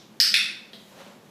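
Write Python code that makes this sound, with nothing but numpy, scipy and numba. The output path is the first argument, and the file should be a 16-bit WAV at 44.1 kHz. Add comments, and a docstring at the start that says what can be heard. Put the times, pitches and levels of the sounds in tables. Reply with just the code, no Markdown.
"""Over the low noise of a quiet living room with a hard floor, a faint hiss dies away.
A dog-training clicker is pressed: its steel tongue buckles and rings high. Let go, it springs back
with a lower ring, and a dull thump sounds. Near surfaces echo each snap and the room reverberates.
A faint tap follows, and last a soft rustle of clothing as someone shifts their stance."""
import sys
import numpy as np
from scipy import signal
from scipy.fft import rfft, irfft
from scipy.io import wavfile
from numba import njit

SR = 44100
rng = np.random.default_rng(int(sys.argv[2]) if len(sys.argv) > 2 else 0)


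def waveform_to_disk(signal):
    """Save audio, clipped to [-1, 1], as 16-bit WAV at the path in sys.argv[1]."""
    frames = np.transpose(np.atleast_2d(signal))
    scaled = np.clip(frames, -1, 1) * 32767
    samples = np.round(scaled).astype(np.int16)
    wavfile.write(sys.argv[1], SR, samples)


N = 57330

# Spectra of the room noise and the opening hiss. Each row: frequency in Hz, relative density in dB.
ROOM_NOISE_SPECTRUM = [(25, -50), (60, -39), (100, -12), (135, -4.5), (205, 1), (270, -7.5), (360, -2.5),
                       (500, -8.5), (1000, -12.5), (2000, -20), (3600, -20), (5500, -29), (9000, -40),
                       (12000, -42), (15000, -41)]
HISS_SPECTRUM = [(1200, -12), (2800, -1), (3600, 7.5), (4600, -0.5), (5500, 2), (7500, -9), (10000, -32)]

# Gains of each impact in dB: overall, crack, reverberation, and the crack's extra gain in the room.
PRESS = {"db": -1.5, "crack_db": -18, "room_db": -1, "spray_db": 4}
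RELEASE = {"db": -4.5, "crack_db": -23, "room_db": -3, "spray_db": 2}
TAP = {"db": -32.5, "crack_db": -26, "room_db": -3, "spray_db": 10}
# Modes of the tongue bent in, the tongue sprung back and the tapped object.
# Each row: frequency in Hz, relative level in dB, time to decay by 60 dB in seconds.
PRESS_MODES = [(1880, -15, 0.0091), (2540, -22, 0.011), (3000, -12.5, 0.009), (4280, -17, 0.012),
               (4690, -3.5, .010), (5010, -0.5, 0.0084), (5155, -19.5, 0.0058), (5400, -22, 0.0036),
               (7870, -21, 0.01)]
RELEASE_MODES = [(2000, -10.5, 0.0049), (2298, -7, 0.0084), (2563, -2, 0.013), (3535, -8, 0.024),
                 (3700, -3, 0.0097), (4090, -5.5, 0.012), (4444, -10.5, 0.011), (5390, -11, 0.015),
                 (7480, -5.5, 0.0022), (9800, -13, 0.0086), (10400, -27, 0.0029)]
TAP_MODES = [(620, -9.5, 0.015), (2000, -8, 0.0091), (3280, -5.5, .016), (3520, -8.5, 0.018),
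             (3870, 1.5, 0.0081), (4340, -5, 0.0049)]

# Reflections from the body, floor and near walls. Each row: delay in seconds, gain in dB.
ECHOES = [(.0021, -4), (.0043, -6), (.0080, -11), (.0100, -12), (.0145, -12), (.0202, -7)]
# Decay of the room. Each row: frequency in Hz, reverberation time in seconds.
ROOM_T60 = [(300, .5), (1400, 0.62), (2700, 0.54), (5000, 0.51), (8000, 0.45), (14000, 0.3)]
# Spectrum of the reverberant crack. Each row: frequency in Hz, gain in dB.
CRACK_SPECTRUM = [(1500, 5.5), (3500, 8.5), (5500, -12), (6700, -23), (7400, -6), (8100, 7), (9000, 0),
                  (10000, 5), (11300, 0), (12700, 6.5), (13700, 1.5), (14400, -9)]

# Envelopes of the cloth's swish and its finer hiss. Each row: time in seconds, gain in dB.
SWISH_ENVELOPE = [(.86, -71), (.93, -55), (.96, -53.5), (1.01, -46), (1.04, -50.5), (1.075, -50),
                  (1.13, -53.5), (1.19, -63), (1.3, -68)]
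FABRIC_ENVELOPE = [(.70, -65.5), (.75, -64), (.88, -59), (1.0, -60), (1.1, -61.5), (1.2, -65), (1.3, -63.5)]
# Spectra of the same two sounds. Each row: frequency in Hz, relative density in dB.
SWISH_SPECTRUM = [(60, -36), (200, -20), (400, -8.5), (520, -3.5), (720, -4.5), (950, -2.5), (1400, -6.5),
                  (2400, -9.5), (3500, -10.5), (6000, -18), (9000, -26.5), (15000, -45)]
FABRIC_SPECTRUM = [(1500, 3), (4000, -4), (6500, 4), (9000, -3), (11500, 1), (15000, -6.5)]

PRESS_S, RELEASE_S, TAP_S = 0.2012, 0.3412, 0.7330
BIN_HZ = np.fft.rfftfreq(N, 1 / SR)


def undb(db):
    """Amplitude grows tenfold for every 20 dB."""
    return 10 ** (np.asarray(db) / 20)


def unit(x):
    """Normalisation to an rms of 1."""
    return x / np.sqrt(np.mean(x ** 2))


def fade(t, t60):
    """Exponential damping by 60 dB in t60 seconds."""
    return np.exp(-np.log(1000) * t / t60)


def per_bin(points):
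    """Interpolation of a table at every spectral bin, on a log-frequency axis."""
    hz, values = np.array(points).T
    return np.interp(np.log(np.maximum(BIN_HZ, 1)), np.log(hz), values)


def colour(x, spectrum):
    """Filtering as multiplication in the frequency domain."""
    return irfft(rfft(x) * undb(per_bin(spectrum)), N)


def butterworth(x, hz, kind, order):
    """A high- or low-pass filter with a maximally flat passband."""
    return signal.sosfilt(signal.butter(order, hz, kind, fs=SR, output="sos"), x)


def grainy(grain):
    """Log-normal modulation turns noise into dense small clicks; rms 1."""
    return unit(rng.standard_normal(N) * np.exp(grain * rng.standard_normal(N)))


def resonance(centre_hz, width_hz):
    """A resonance driven by noise gives a narrow, wavering band; rms 1."""
    response = 1 / (1 + (2 * (BIN_HZ - centre_hz) / width_hz) ** 2)
    return unit(irfft(rfft(rng.standard_normal(N)) * response, N))


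def room_noise():
    """Stationary noise: a broad low band and a narrow-band drone."""
    broad = unit(colour(rng.standard_normal(N), ROOM_NOISE_SPECTRUM))
    return undb(-53.5) * broad + undb(-56.5) * resonance(centre_hz=212.8, width_hz=56)


def hiss(t):
    """Faint treble noise decays exponentially from the start."""
    treble = unit(colour(rng.standard_normal(N), HISS_SPECTRUM))
    return undb(-51.5) * treble * fade(t, t60=0.44)


def impact(t, start_s, modes, gains, paths):
    """An impulse excites damped modes and a brief crack; convolution carries both through the room."""
    near, ring_tail, crack_tail = paths
    swing_s = 0.00019  # time constant of the rise to full swing
    ring = sum(undb(db) * np.sin(2 * np.pi * hz * t) * fade(t, t60) for hz, db, t60 in modes)
    ring *= 1 - np.exp(-t / swing_s)
    crack = undb(gains["crack_db"]) * rng.standard_normal(N) * fade(t, t60=0.011)
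    early = signal.fftconvolve(ring + crack, near)[:N]
    # The crack is so short that it excites the room like an impulse of equal energy.
    spray = colour(crack_tail, CRACK_SPECTRUM) * np.sqrt(np.sum(crack ** 2))
    diffuse = signal.fftconvolve(ring, ring_tail)[:N] + undb(gains["spray_db"]) * spray
    sound = undb(gains["db"]) * (early + undb(gains["room_db"]) * diffuse)
    return delay(sound, start_s)


def delay(x, seconds):
    """A shift in time brings a sound to its moment."""
    return np.concatenate([np.zeros(int(seconds * SR)), x])[:N]


def clicker(t, paths):
    """Snap-through buckling drives the tongue in and back; the small case radiates no bass from it."""
    press = impact(t, PRESS_S, PRESS_MODES, PRESS, paths)
    release = impact(t, RELEASE_S, RELEASE_MODES, RELEASE, paths)
    return butterworth(press + release, 1401, "high", order=7)


def early_reflections():
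    """Impulse response of the direct path and near surfaces, whose absorption dulls the echoes."""
    response = np.zeros(int(SR / 20))
    for seconds, db in ECHOES:
        response[int(seconds * SR)] += undb(db)
    response = butterworth(response, 7500, "low", order=2)
    response[0] = 1
    return response


def reverberation(t):
    """A diffuse field builds from the first echo on and decays soonest in the treble."""
    scatter = rfft(grainy(0.4))
    tail = 0
    for band_hz, t60 in ROOM_T60:
        band = per_bin([(hz, float(hz == band_hz)) for hz, _ in ROOM_T60])
        tail = tail + irfft(scatter * band, N) * fade(t, t60)
    build_s, first_echo_s = 0.035, ECHOES[0][0]
    tail *= (1 - 0.14 * np.exp(-(t / build_s) ** 2)) * (t > first_echo_s)
    return tail * undb(8) / np.sqrt(np.sum(tail ** 2))


def thump(t):
    """A dull, heavily damped low thump sounds with the release snap."""
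    pulse = butterworth(fade(t, t60=0.0013), 920, "low", order=1)
    return delay(undb(-21.5) * pulse, RELEASE_S)


def tap(t, paths):
    """A small hard object, touched once, rings in free vibration."""
    return butterworth(impact(t, TAP_S, TAP_MODES, TAP, paths), 180, "high", order=3)


def rustle(t):
    """Friction makes cloth swish and hiss, and a shifting foot excites a hollow resonance of the boards."""
    swish = unit(colour(grainy(0.38), SWISH_SPECTRUM))
    scuff = undb(-3) * resonance(centre_hz=552, width_hz=89)
    fabric = unit(colour(grainy(0.38), FABRIC_SPECTRUM))
    swish_gain = undb(np.interp(t, *np.array(SWISH_ENVELOPE).T))
    fabric_gain = undb(np.interp(t, *np.array(FABRIC_ENVELOPE).T))
    return (swish + scuff) * swish_gain + fabric * fabric_gain


def scene():
    """The sources superpose at one microphone; ring and crack scatter along different paths."""
    t = np.arange(N) / SR
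    paths = early_reflections(), reverberation(t), reverberation(t)
    return (clicker(t, paths) + thump(t) + tap(t, paths) + rustle(t) + hiss(t) + room_noise())[None]


@njit
def follow(x, attack_s, release_s):
    """Rectifying and smoothing gives an envelope, with separate time constants for rise and fall."""
    envelope, level = np.empty(len(x)), 0.
    for i in range(len(x)):
        lag_s = attack_s if abs(x[i]) > level else release_s
        level += (abs(x[i]) - level) / (lag_s * SR)
        envelope[i] = level
    return envelope


def record(dry):
    """A limiter ducks after each snap, saturation rounds the remaining peaks, a low-pass cuts the top."""
    threshold_db, ceiling, top_hz = -9, 0.8, 15200
    envelope = follow(dry[0], attack_s=0.00045, release_s=0.075)
    limited = dry / np.maximum(envelope / undb(threshold_db), 1)
    rounded = limited / (1 + (limited / ceiling) ** 4) ** 0.25
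    return signal.sosfilt(signal.ellip(8, 0.2, 70, top_hz, fs=SR, output="sos"), rounded)


dry = scene()
out = record(dry)
waveform_to_disk(out)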